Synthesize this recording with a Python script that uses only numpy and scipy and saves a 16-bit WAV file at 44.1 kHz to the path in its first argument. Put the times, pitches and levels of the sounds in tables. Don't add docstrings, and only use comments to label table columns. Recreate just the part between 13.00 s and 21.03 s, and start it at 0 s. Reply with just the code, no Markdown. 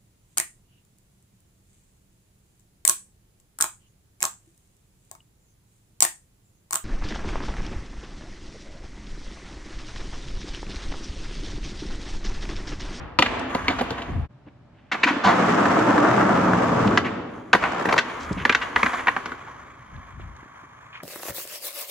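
import sys
import numpy as np
from scipy import signal
from scipy.fft import rfft, irfft, next_fast_len
from scipy.io import wavfile
from scipy.ndimage import uniform_filter1d, map_coordinates

SR = 44100
rng = np.random.default_rng(int(sys.argv[2]) if len(sys.argv) > 2 else 0)


def log_audio(samples):
    frames = np.atleast_2d(samples).T
    limited = np.clip(frames, -1, 1)
    pcm = np.round(limited * 32767).astype(np.int16)
    wavfile.write(sys.argv[1], SR, pcm)


N = 354123
TIME = np.arange(N) / SR
CUT_S, ROCKING_S = 1.28, 4.7
SKID_RING = 0.46

# pitch_hz, likeness (0 to 1)
HALL_SAME = [(60, 0.7), (130, 0.98), (290, 0.96), (640, 0.13), (1300, 0.79), (3100, 0.047), (7000, 0.082)]
# pitch_hz, level_db
HALL_TONE = [(60, -13.5), (150, -2.5), (280, 5.5), (450, 1), (1000, 3.5), (1900, 2), (3000, -4),
             (5000, -18), (7000, -20.5), (11000, -33), (16000, -49)]


def amp(db):
    return 10 ** (np.asarray(db) / 20)


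def evened(x):
    return x / np.sqrt(np.mean(x ** 2) + 1e-20)


def burst(x):
    return x / np.sqrt(np.sum(x ** 2) / (.006 * SR) + 1e-20)


def read(points, hz):
    f, value = np.transpose(points)
    return np.interp(np.log(hz + 1), np.log(f + 1), value)


def add(mix, s, sound):
    part = mix[..., max(round(s * SR), 0):][..., :sound.shape[-1]]
    part += sound[..., :part.shape[-1]]


def held(start, end, fade=0.04):
    return np.interp(TIME, [start - fade, start, end, end + fade], [0, 1, 1, 0])


def since(s):
    return np.maximum(TIME - s, 0)


def colour(x, points, peaks=()):
    hz = abs(np.fft.fftfreq(8192, 1 / SR))
    db = read(points, hz) + sum(rise / (1 + (2 * (hz - f) / width) ** 2) for f, width, rise in peaks)
    response = np.exp(np.conj(signal.hilbert(np.log(amp(db)))))
    taps = np.fft.ifft(response).real[:len(hz) // 2]
    taps = taps.reshape((1,) * (x.ndim - 1) + (-1,))
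    return signal.oaconvolve(x, taps, axes=-1)[..., :x.shape[-1]]


def band(x, lo_hz, hi_hz):
    edges = [lo_hz, min(hi_hz, SR / 2 - 1)]
    return evened(signal.sosfilt(signal.butter(3, edges, "band", fs=SR, output="sos"), x))


def pair(same, size):
    padded = next_fast_len(size)
    a, b = rfft(rng.standard_normal((2, padded)))
    likeness = np.clip(read(same, np.fft.rfftfreq(padded, 1 / SR)), -.99, .99)
    mid, side = a * np.sqrt((1 + likeness) / 2), b * np.sqrt((1 - likeness) / 2)
    return irfft([mid + side, mid - side], padded)[:, :size]


def wobble(hz):
    size = next_fast_len(N)
    slow = np.exp(-(np.fft.rfftfreq(size, 1 / SR) / hz) ** 2)
    return evened(irfft(rfft(rng.standard_normal(size)) * slow, size)[:N])


def smoothed(x, width_hz):
    size = next_fast_len(2 * len(x))
    z = rfft(x, size)
    power = uniform_filter1d(abs(z) ** 2, size=max(int(width_hz * size / SR), 1))
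    return irfft(z / np.sqrt(abs(power) + 1e-20), size)[:len(x)]


def resonate(x, hz, width):
    turn = np.exp(2j * np.pi * np.cumsum(hz) / SR)
    r = np.exp(-np.pi * width / SR)
    return 2 * (turn * signal.lfilter([(1 - r) ** 2], [1, -2 * r, r * r], x / turn)).real


def outdoors():
    # pitch_hz, level_db
    air_tone = [(25, -24), (60, -3), (130, -7), (280, -5.5), (450, -15), (700, -12), (1500, -21),
                (4000, -34), (8000, -47), (15000, -63.5)]
    # pitch_hz, level_db
    wind_tone = [(20, -29.5), (50, 4.5), (85, 2.5), (150, -6), (250, -14.5), (500, -35.5), (1200, -66.5)]
    # peak_s, level_db, half_length_s
    gust_list = [(0.01, -33.5, 0.09), (0.3, -37.5, 0.17), (0.742, -37, 0.3), (1.17, -22.5, 0.067),
                 (4.654, -46.5, 0.12), (5.376, -36, 0.17), (5.782, -39, 0.033), (5.994, -49.5, 0.65),
                 (6.979, -33.5, 0.052), (7.236, -36.5, 0.14)]
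    air = amp(-49.5) * evened(colour(pair(HALL_SAME, N), air_tone, [(124.0, 56, 13.4)]))
    air = air * amp(np.interp(TIME, [6.9, 7.5], [0, -4]))
    hum = amp(-66) * np.sin(2 * np.pi * 587 * TIME) * held(CUT_S, ROCKING_S)
    wind = evened(colour(pair([(25, 0.62), (70, 0.99), (300, 0.42)], N), wind_tone))
    wind = wind * amp(1.8 * wobble(5.5))
    gusts = np.sqrt(sum((amp(db) * np.exp(-((TIME - s) / half) ** 2)) ** 2 for s, db, half in gust_list))
    return air + hum + wind * gusts * amp([[1.], [-1.]])


def tail(t60s, build, same):
    hz, t, z = signal.stft(pair(same, 2 * SR), SR, nperseg=512)
    response = signal.istft(z * amp(-60 * t / read(t60s, hz)[:, None]), SR, nperseg=512)[1]
    response = response * (1 - np.exp(-np.arange(response.shape[1]) / SR / build))
    return response / np.sqrt(np.mean(abs(rfft(response)[:, 1000:5000]) ** 2))


def echo(x, response):
    return signal.oaconvolve(np.atleast_2d(x), np.atleast_2d(response), axes=1)[:, :N]


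def scattered(power, spread=0.034):
    # time_s, level_db
    hall_send = [(.2, -6), (1.9, -2), (2.25, -10.5), (5., -10.5), (6.3, -17.5)]
    t = np.arange(SR // 2) / SR
    shape = burst(t * np.exp(-t / spread)) ** 2
    envelope = np.sqrt(abs(signal.oaconvolve(power, shape)[:N]))
    wash = evened(colour(rng.standard_normal(N), HALL_TONE, [(267, 19, 3.4)]))
    return envelope * wash * amp(np.interp(TIME, *np.transpose(hall_send)))


def at_the_stairs(x):
    # pitch_hz, level_db
    stairs_tone = [(150, -1), (250, 2.5), (400, -1.5), (700, 3), (1100, -1), (2000, -0.5), (3000, 1.5),
                   (4200, 0), (6500, -2.5), (11000, 1)]
    return colour(x * (TIME < CUT_S), stairs_tone) + x * (TIME >= CUT_S)


def to_the_right(x):
    # time_s, delay_ms
    left_lag = [(1.27, -.07), (1.29, -.018), (4.6, -.015), (5.5, 0), (6.3, .05), (8., .11)]
    lag = np.interp(TIME, *np.transpose(left_lag)) / 1000
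    left = map_coordinates(x[0], [(TIME - lag) * SR], order=3, mode="nearest")
    return np.array([left, x[1]])


def rider(slap=0.68, rub_low=0.55, rub_high=1.26, rub_grain_db=3.0):
    # start_s, level_db, pitch_hz, give_s
    thuds = [(0.188, -14.5, 253, 0.0072), (0.55, -21, 228, 0.0029), (0.683, -16, 279, 0.012),
             (0.8, -18, 244, 0.012), (0.911, -25, 131, 0.0072), (1.083, -24.5, 255, 0.0061),
             (1.169, -37.5, 238, 0.0093), (1.464, -35.5, 288, 0.0085), (2.25, -12, 195, 0.015),
             (3.855, -7.5, 201, 0.019), (4.545, -15, 212, 0.0049), (4.87, -18, 217, 0.013),
             (5.307, -16, 182, 0.0062), (5.366, -20.5, 192, 0.0087), (5.399, -25.5, 148, 0.014),
             (5.828, -25.5, 166, 0.013), (7.195, -41, 348, 0.0047), (7.428, -41, 297, 0.0023),
             (7.459, -44, 268, 0.0021), (7.636, -44, 283, 0.002)]
    # start_s, length_s, level_db, centre_hz
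    brushes = [(0.392, 0.0079, -40.5, 6960), (1.459, 0.044, -56.5, 2340), (1.704, 0.28, -63.5, 2410),
               (3.873, 0.013, -30, 3080), (5.085, 0.026, -41.5, 3160), (5.191, 0.073, -45.5, 5450),
               (5.321, 0.015, -42, 6000), (5.366, 0.078, -34, 2430), (6.471, 0.011, -37.5, 1400),
               (6.958, 0.011, -51, 3200), (7.191, .012, -45, 1000), (7.194, 0.034, -52, 2785),
               (7.364, 0.0045, -52, 5660), (7.427, 0.012, -46, 1500), (7.918, 0.08, -40.5, 2430),
               (8, 0.013, -38, 1840)]
    # pitch_hz, level_db
    slap_tone = [(30, -16.5), (110, 1.5), (250, 5), (600, -9), (1100, -14), (2500, -36), (9000, -76)]
    t, out = np.arange(SR // 5) / SR, np.zeros(N)
    for s, db, hz, give in thuds:
        push = t * np.exp(-t / give)
        contact = evened(colour(rng.standard_normal(len(t)), slap_tone))
        add(out, s, amp(db) * burst(push * (np.sin(2 * np.pi * hz * t) + slap * contact)))
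    for s, length, db, hz in brushes:
        fibres, catches = rng.standard_normal((2, SR // 3))
        catching = amp(rub_grain_db * evened(uniform_filter1d(catches, size=200)))
        rub = evened(band(fibres * catching, hz * rub_low, hz * rub_high)[:int(length * SR)])
        add(out, s, amp(db) * rub * signal.windows.tukey(len(rub), .6))
    return out


def stomps():
    # start_s, level_db
    feet = [(2.059, -16), (2.108, -16), (2.134, -21), (2.165, -18)]
    flex_hz, flex_t60_s, sole_s = 283, 0.051, 0.004
    t, out = np.arange(SR // 5) / SR, np.zeros(N)
    knock = np.sin(2 * np.pi * flex_hz * t) * (1 - np.exp(-t / sole_s)) * amp(-60 * t / flex_t60_s)
    for s, db in feet:
        add(out, s, amp(db) * burst(knock))
    return out


def spinning(fade_out_s=0.18):
    # start_s, level_db, fade_db_per_s (negative swells), turns_per_s
    spins = [(0.22, -43, 3, 42), (0.48, -29.5, 21, 35), (4.25, -47.5, 1.5, 50), (5.03, -35.5, -2, 32),
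             (5.749, -25, 13.5, 37), (6.3, -44.5, 0, 24)]
    spin_up_s, grazed_s, graze_db_per_s = 0.025, 5.88, 22.5
    powers = []
    for s, db, fade, turns in spins:
        braking = graze_db_per_s * since(grazed_s) * (s < grazed_s)
        gain = amp(db - fade * since(s) - braking) * np.minimum(since(s) / spin_up_s, 1)
        if s < CUT_S:
            gain = gain * np.clip((CUT_S - TIME) / fade_out_s, 0, 1)
        powers.append(gain ** 2 + 1e-14)
    total = np.sum(powers, axis=0)
    speed = np.transpose(spins)[-1] @ np.array(powers) / total
    return np.sqrt(total), speed


def free_wheels(whirr=0.12, ball_ticks=0.17, fizz_db=-26.0, fizz_db_per_turn=7.0):
    # pitch_hz, level_db
    bearing_tone = [(250, -22), (600, -10), (850, -9), (1000, -2), (1500, -7), (2300, -10.5), (2650, -23.5),
                    (3300, -21), (4000, -30.5), (5300, -33.5), (6900, -28), (8300, -40.5), (11000, -37.5),
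                    (16000, -52.5)]
    # pitch_hz, width_hz, rise_db
    bearing_rings = [(1129, 140, 5.5), (1700, 45, 4.5), (3195, 58, 6), (6300, 560, 5)]
    full_fizz_turns = 33
    far_fizz_db = -15
    gain, speed = spinning()
    turns = np.cumsum(speed * (1 + 0.016 * wobble(5))) / SR
    throb = 1 + whirr * np.sin(2 * np.pi * turns) + ball_ticks * np.sin(2 * np.pi * 2.2 * turns)
    noise = pair([(600, 0.12), (1200, 0.63), (3000, 1.0), (7000, 0.4)], N)
    sound = evened(colour(noise, bearing_tone, bearing_rings))
    wavering = (TIME + 0.0012 * wobble(4)) * SR
    sound = np.array([map_coordinates(channel, [wavering], mode="nearest") for channel in sound])
    speed_db = fizz_db_per_turn * np.minimum(speed - full_fizz_turns, 0)
    fizz_gain = amp(fizz_db + speed_db + far_fizz_db * (TIME < CUT_S))
    fizz = band(rng.standard_normal((2, N)), 5500, 11000) * fizz_gain
    flutter = amp(1.3 * wobble(12))
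    return (sound + fizz) * throb * flutter * gain


def drone():
    # time_s, pitch_hz, level_db
    drone_path = [(2.7, 316.5, -25.5), (3.05, 306, -24), (3.22, 234, -36), (3.45, 190, -23.5),
                  (3.65, 152, -33), (3.82, 112, -23.5), (3.96, 105, -47)]
    s, hz, db = np.transpose(drone_path)
    t, out = np.arange(s[0], s[-1], 1 / SR), np.zeros(N)
    swing = evened(resonate(rng.standard_normal(len(t)), np.interp(t, s, hz), 29))
    add(out, s[0], swing * amp(np.interp(t, s, db)) * signal.windows.tukey(len(t), .05))
    return out


def rolling(bump_db=0.6, sparkle_db=2.0, joint_db=3.5, coarse_db=1.35):
    # pitch_hz, level_db
    roll_tone = [(21, -92), (35, -27), (107, -9.5), (177, 1.5), (318, 1.5), (584, -5), (1250, -5),
                 (4120, -38.5), (6500, -40), (8160, -45.5), (9270, -60), (10000, -55.5), (11300, -53.5),
                 (13200, -65), (15000, -51)]
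    # pitch_hz, width_hz, rise_db
    booms = [(114.5, 23, 7.5), (169, 32, 1.5), (317, 45, 1), (654, 32, 4)]
    run_up_s, coast_s, crouch_s, pop_s = 2.3, 3.1, 3.43, 3.96
    touchdown_s, slip_s = 4.59, 4.98
    paving = held(touchdown_s, slip_s)
    surge_db = 0.6
    roughness_db = bump_db * wobble(56) + surge_db * wobble(7.8) + joint_db * paving * wobble(87)
    road = colour(pair(HALL_SAME, N) * amp(roughness_db), roll_tone, booms)
    roar = band(road, 510, 2130) * amp(coarse_db * wobble(33))
    rumble = band(road, 26, 330)
    grit = band(road, 2900, 15500) * amp(sparkle_db * wobble(320))
    rattle = evened(band(road, 1120, 1980) * amp(5.0 * wobble(60)))

    coasted, pushing = since(coast_s), np.maximum(coast_s - TIME, 0)
    run_up = roar * amp(-18 - 1 * pushing - 6.5 * coasted)
    run_up = run_up + rumble * amp(-22.5 + 0.7 * (TIME - coast_s))
    run_up = run_up + grit * amp(-33.5 - 4.5 * coasted)
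    run_up = run_up + rattle * amp(-35 - 29 * coasted)
    crouch = band(road, 60, 118) * amp(-37) * held(crouch_s, pop_s)

    ride = roar * amp(-24.5) + rumble * amp(-33) + grit * amp(-38.5)
    nearing = amp(11.5 * np.minimum(TIME - slip_s, 0))
    return run_up * held(run_up_s, pop_s) + crouch + drone() + ride * paving * nearing


def blow(force, hz, thump_db, crack_db, ring, favoured=(), dense=0.74,
         knock_t60=0.035, thump_t60=0.077, crack_t60=0.065, octaves=1.0):
    # pitch_hz, level_db, t60_s
    deck = [(727, 4, 0.066), (950, -1.5, 0.074), (1005, 0.5, 0.11), (1171, 0, 0.095), (1510, 0, 0.0096),
            (1530, 1.5, 0.049), (1720, 0.5, 0.03), (1945, 0.5, 0.049), (2220, 3, 0.03), (2372, -5.5, 0.084),
            (2710, 0.5, 0.036), (3530, -3, 0.01), (3920, -7.5, 0.027), (4500, -13.5, 0.025)]
    # pitch_hz, level_db
    thump = [(40, -30), (120, -20.5), (250, 4), (350, -4.5), (470, -1), (620, -10), (1000, -40)]
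    # pitch_hz, level_db
    knock = [(200, -32), (600, 2), (1000, 1), (2000, -3), (3000, -8), (4500, -22.5), (9000, -61)]
    # pitch_hz, level_db
    crack = [(1500, -31), (3000, 8), (3800, 6), (4700, 0.5), (5400, -3.5), (6800, -5.5), (8200, -20.5),
             (11000, -28), (16000, -43.5)]
    t = np.arange(len(force)) / SR
    modes = np.zeros(len(t))
    place = rng.standard_normal((len(deck), 2)) * [1.5, 1]
    for (f, db, t60), (a, b) in zip(deck, place):
        swing = np.sign(b) * np.sin(2 * np.pi * f * (1 + 0.023 * b) * t)
        modes += amp(db + a - 60 * t / (t60 * ring)) * swing
    contact = smoothed(force * rng.standard_normal(len(t)), 300)
    modes = signal.fftconvolve(modes, contact)[:len(t)]

    def dying(spectrum, t60):
        power = signal.fftconvolve(force ** 2, amp(-120 * t / t60))[:len(t)]
        noise = np.sqrt(abs(power)) * rng.standard_normal(len(t))
        return burst(colour(smoothed(noise, 400), spectrum))

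    grid = np.geomspace(100, 16000, 24)
    focus = np.transpose([grid, -6 * np.minimum((np.log2(grid / hz) / octaves) ** 2, 3)])
    wood = burst(colour(burst(modes) + dense * dying(knock, knock_t60 * ring), focus, favoured))
    return wood + amp(thump_db) * dying(thump, thump_t60) + amp(crack_db) * dying(crack, crack_t60 * ring)


def truck_ring(unevenness_db=3.5):
    # pitch_hz, level_db, t60_s
    trucks = [(2660, 0.5, 0.032), (3560, -10.5, 0.047), (3820, 2.5, 0.025), (4340, 2, 0.012),
              (4530, -3.5, 0.03), (4960, -7, 0.033), (5850, -8.5, 0.035), (6470, -14, 0.03)]
    t = np.arange(SR // 10) / SR
    place = rng.standard_normal((len(trucks), 2))
    ringing = np.zeros(len(t))
    for (hz, db, t60), (a, b) in zip(trucks, place):
        decay = amp(db + unevenness_db * a - 60 * t / t60)
        ringing += decay * np.sign(b) * np.sin(2 * np.pi * hz * t)
    return burst(ringing)


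def jolts(direct):
    # start_s, level_db
    seams = [(2.655, -13.5), (2.763, -30), (2.906, -19), (2.925, -19), (2.979, -14), (3.048, -15.5),
             (3.111, -15.5), (3.178, -16), (3.209, -18), (3.292, -18), (3.533, -14.5)]
    # pitch_hz, level_db
    jolt_tone = [(1750, 0.5), (2400, -12), (6000, -4)]
    t = np.arange(SR // 18) / SR
    for s, db in seams:
        force = t * np.exp(-t / 0.00057)
        jolt = blow(force, hz=1380, thump_db=-12, crack_db=-20, ring=SKID_RING)
        add(direct, s, amp(db) * colour(jolt, jolt_tone))


def bending(s, db):
    full_db, growth = -18.5, 0.59
    return full_db + (growth - 1) * db - 6.5 * (s > ROCKING_S)


def skids(direct, power):
    # start_s, level_db, centre_hz, swell_s, crack_db (relative to the blow)
    skid_list = [(0.222, -12.5, 3300, 0.00068, -5), (0.258, -16.5, 1990, 0.0018, -12),
                 (0.691, -17, 1230, 0.007, -13), (0.783, -21, 1160, 0.004, -8.5),
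                 (0.976, -27, 1460, 0.0052, -12), (1.914, -14, 1850, 0.0047, -11.5),
                 (1.94, -19.5, 1310, 0.0039, -21), (2.031, -6.5, 2220, 0.0032, -14),
                 (2.063, -9, 1590, 0.0095, -15), (2.235, -8, 1110, 0.01, -11.5),
                 (2.262, -3.5, 1160, 0.015, -20.5), (4.044, -19, 1870, 0.0071, -18),
                 (4.621, -18.5, 1350, 0.0044, -18), (4.645, -16, 1410, 0.0059, -22),
                 (4.885, -14.5, 1200, 0.0036, -18), (5.612, -17.5, 1850, 0.0053, -16),
                 (5.789, -23, 1090, 0.0031, -14), (5.931, -18.5, 1180, 0.0033, -16.5),
                 (5.987, -23.5, 1530, 0.0039, -22)]
    t = np.arange(SR // 9) / SR
    for s, db, hz, swell, crack_db in skid_list:
        rise = (t / swell) ** 0.97
        force = rise * np.exp(-rise * 2 / 3)
        add(direct, s, amp(db) * blow(force, hz, bending(s, db), crack_db, SKID_RING))
        add(power, s, amp([db]) ** 2)


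def clacks(direct, power):
    # start_s, level_db, centre_hz, crack_db, thump_db (both relative to the blow), low_ring_hz, high_ring_hz
    clack_list = [(0.188, -7, 1590, -7.5, -7, 890, 2800), (0.223, -10.5, 2000, -26, -12, 690, 2950),
                  (0.548, -17.5, 1020, -11.5, -3.5, 835, 2940),
                  (0.681, -12, 1970, -10.5, -11.5, 1000, 2180), (0.81, -19, 1200, -14, -0.5, 800, 3110),
                  (0.905, -25.5, 970, -5.5, 1, 950, 2810), (1.019, -31.5, 2600, -6.5, -4, 990, 3110),
                  (3.974, -7.5, 1610, -13.5, -15, 1390, 1894), (4.53, -4, 1520, -13, -13, 1180, 1730),
                  (4.534, -10, 1300, -18, -9, 1150, 1770), (4.549, -10.5, 1110, -19, -4.5, 980, 1970),
                  (4.638, -13.5, 1390, -23, -17, 1040, 1970), (4.759, -27, 1050, -22, -12, 950, 1770),
                  (4.81, -24, 1210, -25, -2, 1350, 1810), (4.854, -17.5, 1600, -17.5, -0.5, 660, 1790),
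                  (4.888, -18.5, 1490, -21, -5, 1050, 1950), (4.926, -14.5, 1350, -11.5, -2, 950, 2300),
                  (4.964, -20, 1290, -17, -2, 1000, 1900), (4.979, -12, 1790, -7, -25, 1480, 1890),
                  (4.986, -10, 1860, -8.5, -18, 1490, 1930), (5.451, -8.5, 1740, -17, -11, 1470, 1830),
                  (5.494, -8, 2130, -17, -10.5, 1600, 2520), (5.524, -18, 2380, -9.5, -29, 1580, 1920),
                  (5.548, -9, 2100, -12.5, -18, 1540, 2020), (5.76, -9, 1870, -21.5, -14, 1590, 1940),
                  (5.83, -9, 1720, -19, -9, 1290, 2080), (5.861, -13, 1450, -21, -11, 1540, 1970),
                  (6.07, -12, 1780, -24, -16, 1450, 1920), (6.081, -7.5, 1690, -25.5, -18, 1020, 1890),
                  (6.164, -15.5, 1330, -25, -12, 1480, 1800), (6.257, -24.5, 1590, -10.5, -5, 1480, 2270),
                  (6.317, -25, 1390, -23, -7, 1450, 1550)]
    # width_hz, rise_db
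    low_ring = (140, 7.4)
    high_ring = (320, 8.1)
    contact_s, chatter_s, chatter_share = 0.00067, 0.0036, 0.22
    truck_db = -5.5
    t = np.arange(SR // 18) / SR
    contact = t / contact_s * np.exp(-t / contact_s)
    chatter = chatter_share * t / chatter_s * np.exp(-t / chatter_s)
    for s, db, hz, crack_db, thump_db, low_hz, high_hz in clack_list:
        favoured = [(low_hz, *low_ring), (high_hz, *high_ring)]
        clack = blow(contact + chatter, hz, thump_db, crack_db, ring=0.37, favoured=favoured)
        add(direct, s, amp(db) * clack)
        add(direct, s, amp(db + crack_db + truck_db) * truck_ring())
        add(power, s, amp([db]) ** 2)


def board():
    direct, power = np.zeros(N), np.zeros(N)
    clacks(direct, power)
    skids(direct, power)
    jolts(direct)
    return direct, power


def scene():
    # pitch_hz, t60_s
    hall_t60 = [(100, 1.26), (260, 1.63), (700, 1.68), (1840, 1.01), (4850, 0.88), (12000, 0.18)]
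    direct, power = board()
    roll = rolling()
    near = at_the_stairs(direct) + rider() + stomps()
    sent = at_the_stairs(scattered(power))
    hall = tail(hall_t60, 0.036, HALL_SAME)
    walls = tail([(200, 0.1), (2000, 0.13), (10000, 0.19)], 0.0099,
                 [(150, 0.94), (600, 0.13), (1300, 1.0), (3000, 0)])

    ports = tail([(200, 0.013), (10000, 0.0077)], 0.00045, [(100, 0.0051), (10000, 0.0014)])[0]
    side_tone = [(100, -24.0), (300, -17.0), (600, -1.5), (1200, -11.5), (2100, -10.0), (4200, -15), (7500, -2.5)]
    side = echo(colour(near, side_tone), ports)
    close = to_the_right(near + side * np.array([[1], [-1]]) + free_wheels())
    close = close + amp(-12) * echo(near, walls)

    first = echo(sent * (TIME < CUT_S), hall)
    add(first, 0, amp(-48) * evened(colour(hall, HALL_TONE)[:, SR // 4:]))
    first *= np.clip((CUT_S - TIME) / .03, 0, 1)
    roll_sent = amp(-4.0) * roll.mean(0) * np.where(TIME < 4.3, 1, .4)
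    second = echo(sent * (TIME > CUT_S) + roll_sent, hall)
    return close + roll * amp([[.4], [-.4]]) + first + second + outdoors()


def record(dry):
    # pitch_hz, level_db
    microphone = [(20, -2.5), (8200, -2.5), (9200, -19), (10000, -0.5), (12000, -4), (13200, -34),
                  (14500, -10.5), (16000, -19.5)]
    edge_hz = 15900
    splice = np.interp(TIME - CUT_S, [-.02, 0, .006, .025], [1, .08, .1, 1])
    x = colour(dry * splice, microphone)
    x = x / (1 + (x / .95) ** 8) ** (1 / 8)
    lowpass = signal.firwin(511, edge_hz, window=("kaiser", 9), fs=SR)
    return signal.oaconvolve(x, lowpass[None], "same")


dry = scene()
out = record(dry)
log_audio(out)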